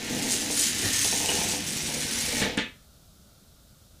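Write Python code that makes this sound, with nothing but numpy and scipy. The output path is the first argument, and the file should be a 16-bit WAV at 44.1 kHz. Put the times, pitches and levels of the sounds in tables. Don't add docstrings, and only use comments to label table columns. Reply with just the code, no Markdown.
import sys
import numpy as np
from scipy import signal
from scipy.fft import rfft, irfft
from scipy.io import wavfile
from scipy.ndimage import uniform_filter1d

SR = 44100
rng = np.random.default_rng(int(sys.argv[2]) if len(sys.argv) > 2 else 0)


def log_audio(samples):
    frames = np.atleast_2d(samples).T
    limited = np.clip(frames, -1, 1)
    pcm = np.round(limited * 32767).astype(np.int16)
    wavfile.write(sys.argv[1], SR, pcm)


N = 176400
TIME = np.arange(N) / SR
EXIT_S, STOP_S = 2.452, 2.55


def amp(db):
    return 10 ** (np.asarray(db) / 20)


def unit(x):
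    return x / np.sqrt(np.mean(x ** 2) + 1e-20)


def read(points, hz):
    f, value = np.transpose(points)
    return np.interp(np.log(hz + 1), np.log(f + 1), value)


def add(mix, s, sound):
    part = mix[round(s * SR):][:len(sound)]
    part += sound[:len(part)]


def through(x, response):
    return signal.fftconvolve(x, response / np.linalg.norm(response))[:N]


def colour(x, points, size=8192):
    log_gain = np.log(amp(read(points, abs(np.fft.fftfreq(size, 1 / SR)))))
    spectrum = np.exp(np.conj(signal.hilbert(log_gain)))
    return through(x, np.fft.ifft(spectrum).real[:size // 2])


def ring(x, modes):
    t = TIME[:SR // 2]
    notes = sum(amp(db - 60 * t / ring_s) * np.sin(2 * np.pi * hz * t) for hz, db, ring_s in modes)
    return through(x, notes)


def wander(rate_hz):
    hz = np.fft.rfftfreq(N, 1 / SR)
    noise = rfft(rng.standard_normal(N))
    return unit(irfft(noise * hz / (hz + rate_hz / 10) / (1 + (hz / rate_hz) ** 2), N))


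def contacts(per_s, spread_db, clump_hz, clump_db):
    sizes = amp(spread_db * rng.random(N)) * rng.choice([-1, 1], N)
    hits = sizes * (rng.random(N) < per_s / SR)
    hits *= amp(clump_db * np.tanh(wander(clump_hz)))
    return hits / np.sqrt(abs(uniform_filter1d(hits ** 2, SR // 10)) + 1e-9)


def effort(curve, settle_db_per_s=309.5):
    return amp(np.interp(TIME, *np.transpose(curve)) - settle_db_per_s * np.maximum(TIME - STOP_S, 0))


def coasting(fade_db_per_s=123):
    return amp(-fade_db_per_s * np.maximum(TIME - EXIT_S, 0))


def blows(rows):
    out = np.zeros(N)
    for s, db in rows:
        add(out, s, amp([db]))
    return out


# f/Hz, ring time/s
ECHO_TIMES = [(100, 0.47), (260, 0.2), (700, 0.28), (2000, 0.3), (4800, 0.25), (12000, 0.18)]
def echo(size=256):
    hz, t, bands = signal.stft(rng.standard_normal(SR // 3), SR, nperseg=size)
    out = signal.istft(bands * amp(-60 * t / read(ECHO_TIMES, hz)[:, None]), SR, nperseg=size)[1]
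    out[:SR // 250] = 0
    return out / np.linalg.norm(out)


def room(x, echo_db, stretches=1):
    wet, hop = np.zeros(N), N // stretches
    if stretches == 1:
        wet = through(x, echo())
    else:
        for centre in range(0, N, hop):
            at = np.arange(max(centre - hop, 0), min(centre + hop, N))
            piece = x[at] * np.cos(np.pi / 2 * (at - centre) / hop)
            add(wet, at[0] / SR, signal.fftconvolve(piece, echo()))
    return (x + amp(echo_db) * wet) / np.hypot(1, amp(echo_db))


# f/Hz, level/dB
QUIET_TONE = [(20, -11), (60, 1), (210, -9), (400, -20.5), (600, -17), (1000, -28.5), (1370, -19.5),
              (1750, -32), (2600, -31), (3700, -22), (15000, -29.5)]
def quiet_room(level_db=-55):
    tone = amp(read(QUIET_TONE, np.fft.rfftfreq(N, 1 / SR)))
    return amp(level_db) * unit(irfft(rfft(rng.standard_normal(N)) * tone, N))


# t/s, level/dB
SCRAPING = [(0.0, -42), (0.27, -32.5), (0.32, -27), (0.41, -33), (0.5, -33.5), (0.55, -31), (0.575, -23.5),
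            (0.66, -25.5), (0.72, -34), (0.78, -30.5), (0.93, -29.5), (0.99, -24.5), (1.1, -28.5),
            (1.53, -30.5), (1.62, -40), (1.69, -33), (2.08, -34), (2.2, -30), (2.36, -33.5), (2.39, -28),
            (2.41, -35), (2.56, -66)]
# f/Hz, level/dB
SIZZLE_TONE = [(1200, -33), (2800, -5), (4500, -0.5), (6600, 2), (9800, -2.5), (11700, -8.5),
               (15500, -13.5)]
def sizzle():
    scrape = contacts(per_s=2400, spread_db=14, clump_hz=70, clump_db=4.5) * effort(SCRAPING)
    return amp(-0.9) * room(colour(scrape, SIZZLE_TONE), echo_db=-2.5, stretches=14)


def pings(low_hz=5600, high_hz=10800, spread_db=13, count=520, ring_s=.014):
    out, t, level = np.zeros(N), TIME[:SR // 20], effort(SCRAPING)
    for when, pitch, softness in rng.random((count, 3)):
        s, hz = when * EXIT_S, low_hz * (high_hz / low_hz) ** pitch
        fade = amp(-spread_db * softness - 60 * t / ring_s)
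        add(out, s, level[round(s * SR)] * fade * np.sin(2 * np.pi * hz * t))
    return amp(9.3) * room(out, echo_db=0)


# t/s, level/dB
SHAKING = [(0.0, -37.5), (0.33, -35.5), (0.49, -39.5), (0.58, -35), (1.02, -33.5), (1.24, -37.5),
           (1.31, -32.5), (1.66, -38.5), (2.4, -33)]
# f/Hz, level/dB
WIRE_TONE = [(500, -21.5), (1250, -11), (1900, -3), (3000, -3), (6000, -7), (12000, -37)]
# f/Hz, level/dB, ring time/s
COIL_NOTES = [(1687, -6, .2), (1787, 0, .22), (1957, -4, .25), (2141, -3, .25), (2283, -2, .22),
              (2838, -4, .13), (3498, -7, .14), (4657, -5, .12)]
def coil():
    level = effort(SHAKING) * coasting()
    jostle, strike = (contacts(per_s=2500, spread_db=13.5, clump_hz=62.4, clump_db=2) for _ in range(2))
    jangle = room(colour(jostle * level, WIRE_TONE), echo_db=-2.5, stretches=8)
    return jangle + amp(-17) * ring(strike * level, COIL_NOTES)


# t/s, level/dB
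DRAGGING = [(0.07, -43), (0.11, -34.5), (0.4, -40.5), (0.8, -39.5), (0.85, -31.5), (0.92, -40),
            (1.38, -38.5), (1.62, -38.5), (2.3, -41), (2.42, -35.5)]
# f/Hz, level/dB
RUMBLE_TONE = [(25, -26), (70, -7.5), (140, -5.5), (270, -1.5), (430, -15), (1200, -31)]
# f/Hz, level/dB, ring time/s, strongest at t/s, reach either side/s
HOLLOW_NOTES = [(290.3, -6.5, 0.31, 0.71, 0.44), (233, -1.5, 0.2, 2.09, 0.46)]
def rumble():
    level = effort(DRAGGING) * coasting()
    bumps, strike = (contacts(per_s=500, spread_db=7.5, clump_hz=44.4, clump_db=1) for _ in range(2))
    hollow = np.zeros(N)
    for hz, db, ring_s, s, reach in HOLLOW_NOTES:
        swell = amp(db) * np.exp(-((TIME - s) / reach) ** 2)
        hollow += ring(strike * level * swell, [(hz, 0, ring_s)])
    return room(amp(-1.5) * colour(bumps * level, RUMBLE_TONE), echo_db=-1.5, stretches=8) + hollow


# t/s, level/dB
BOUNCING = [(0.08, -38), (0.11, -34), (0.55, -40), (0.69, -52), (0.86, -36.5), (0.99, -55.5), (1.34, -33.5),
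            (1.52, -38.5), (1.62, -45), (1.86, -42), (1.94, -38.5), (2.17, -44.5), (2.46, -30.5),
            (2.56, -43)]
# t/s, level/dB
TAP_HITS = [(0.503, -24), (1.049, -25), (1.127, -22), (1.152, -29.5), (1.203, -25.5), (1.245, -25),
            (1.292, -20), (1.368, -30), (1.39, -27), (1.415, -20.5), (1.492, -27.5), (1.536, -23.5),
            (1.891, -28)]
# f/Hz, level/dB
TAP_TONE = [(100, -37), (330, -1.5), (520, -1.5), (920, -0.5), (1200, -22), (2500, -6), (9000, -40)]
# f/Hz, level/dB, ring time/s
TABLE_NOTES = [(226, -1, .2), (290, -2, .15), (478, -5, .15), (502, -1, .2), (700, -8, .16), (868, -8, .17),
               (906, -10, .15)]
def taps(dull_above_hz=580):
    patter = contacts(per_s=300, spread_db=4, clump_hz=40, clump_db=3) * effort(BOUNCING)
    dull_patter = signal.lfilter(*signal.butter(2, dull_above_hz, fs=SR), patter)
    hits = amp(17.5) * blows(TAP_HITS) + dull_patter
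    return room(colour(hits, TAP_TONE), echo_db=2, stretches=8) + amp(-2) * ring(hits, TABLE_NOTES)


# t/s, level/dB
THUMP_HITS = [(.108, -8), (.17, -7), (.268, -7), (.832, -9), (.856, -7.5)]
# f/Hz, level/dB
THUD_TONE = [(80, -6.5), (240, 8), (400, 2), (490, 2.5), (700, -25), (4000, -55)]
def thumps():
    return room(colour(blows(THUMP_HITS), THUD_TONE), echo_db=-4)


# t/s, level/dB
TICK_HITS = [(0.116, -22), (0.2254, -17), (0.2997, -12), (0.307, -13), (0.3225, -9), (0.5117, -15),
             (0.516, -14), (0.673, -14), (0.9617, -13), (1.175, -14), (1.6876, -18)]
# f/Hz, level/dB
TICK_TONE = [(1000, -45), (6500, -15), (9500, -14), (13500, -42)]
def ticks():
    return amp(11) * room(colour(blows(TICK_HITS), TICK_TONE), echo_db=3)


# t/s, f/Hz, level/dB, fade/(dB per s)
RUBS = [(.83, 1795, -36, 45), (.93, 6400, -33, 28), (1.285, 2900, -30, 170)]
def singing_wire(ring_cycles=130):
    out, t = np.zeros(N), TIME[:SR // 2]
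    for s, hz, db, fade in RUBS:
        note = amp(-60 * t * hz / ring_cycles) * np.sin(2 * np.pi * hz * t)
        rub = rng.standard_normal(len(t)) * amp(db - fade * t)
        add(out, s, through(rub, note))
    return out


# t/s, click level/dB, thud level/dB, rattle level/dB
KNOCK_HITS = [(2.4163, -1, -4.5, -2.5), (2.573, -5.5, -1.5, -2)]
# f/Hz, level/dB
METAL_TONE = [(150, -17), (235, -7), (450, -10), (1150, -16), (1800, -3), (2900, -8), (3600, -3),
              (4700, -19.5), (7500, -23.5), (14000, -72)]
def knocks(thud_delay_s=.003, rattle_s=.06, bounces_per_s=1500, rattle_fall_db=20):
    hit, thud, rattle = np.zeros((3, N))
    t = TIME[:round(rattle_s * SR)]
    for s, click_db, thud_db, rattle_db in KNOCK_HITS:
        add(hit, s, amp([click_db]))
        add(thud, s + thud_delay_s, amp([thud_db]))
        bounces = rng.choice([-1, 1], len(t)) * (rng.random(len(t)) < bounces_per_s / SR)
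        dying = bounces * amp(-rattle_fall_db * t / rattle_s)
        add(rattle, s + thud_delay_s, amp(rattle_db) * dying / np.linalg.norm(dying))
    on_table = thud + rattle / 2
    metal = room(colour(amp(-10) * hit + amp(7) * rattle, METAL_TONE), echo_db=0)
    ringing = amp(-4) * ring(hit + rattle, COIL_NOTES) + amp(-1.5) * ring(on_table, TABLE_NOTES)
    wood = amp(1) * room(colour(on_table, THUD_TONE), echo_db=-3)
    click = amp(-10) * room(colour(hit + thud, TICK_TONE), echo_db=-7)
    return metal + ringing + wood + click


def scene():
    sliding = sizzle() + pings() + coil() + singing_wire() + rumble()
    mono = sliding + ticks() + taps() + thumps() + knocks() + quiet_room()
    return np.array([mono, mono])


def record(dry):
    treble_cut = signal.firwin(511, 15450, window=("kaiser", 9), fs=SR)
    return signal.oaconvolve(dry, treble_cut[None], "same")


dry = scene()
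out = record(dry)
log_audio(out)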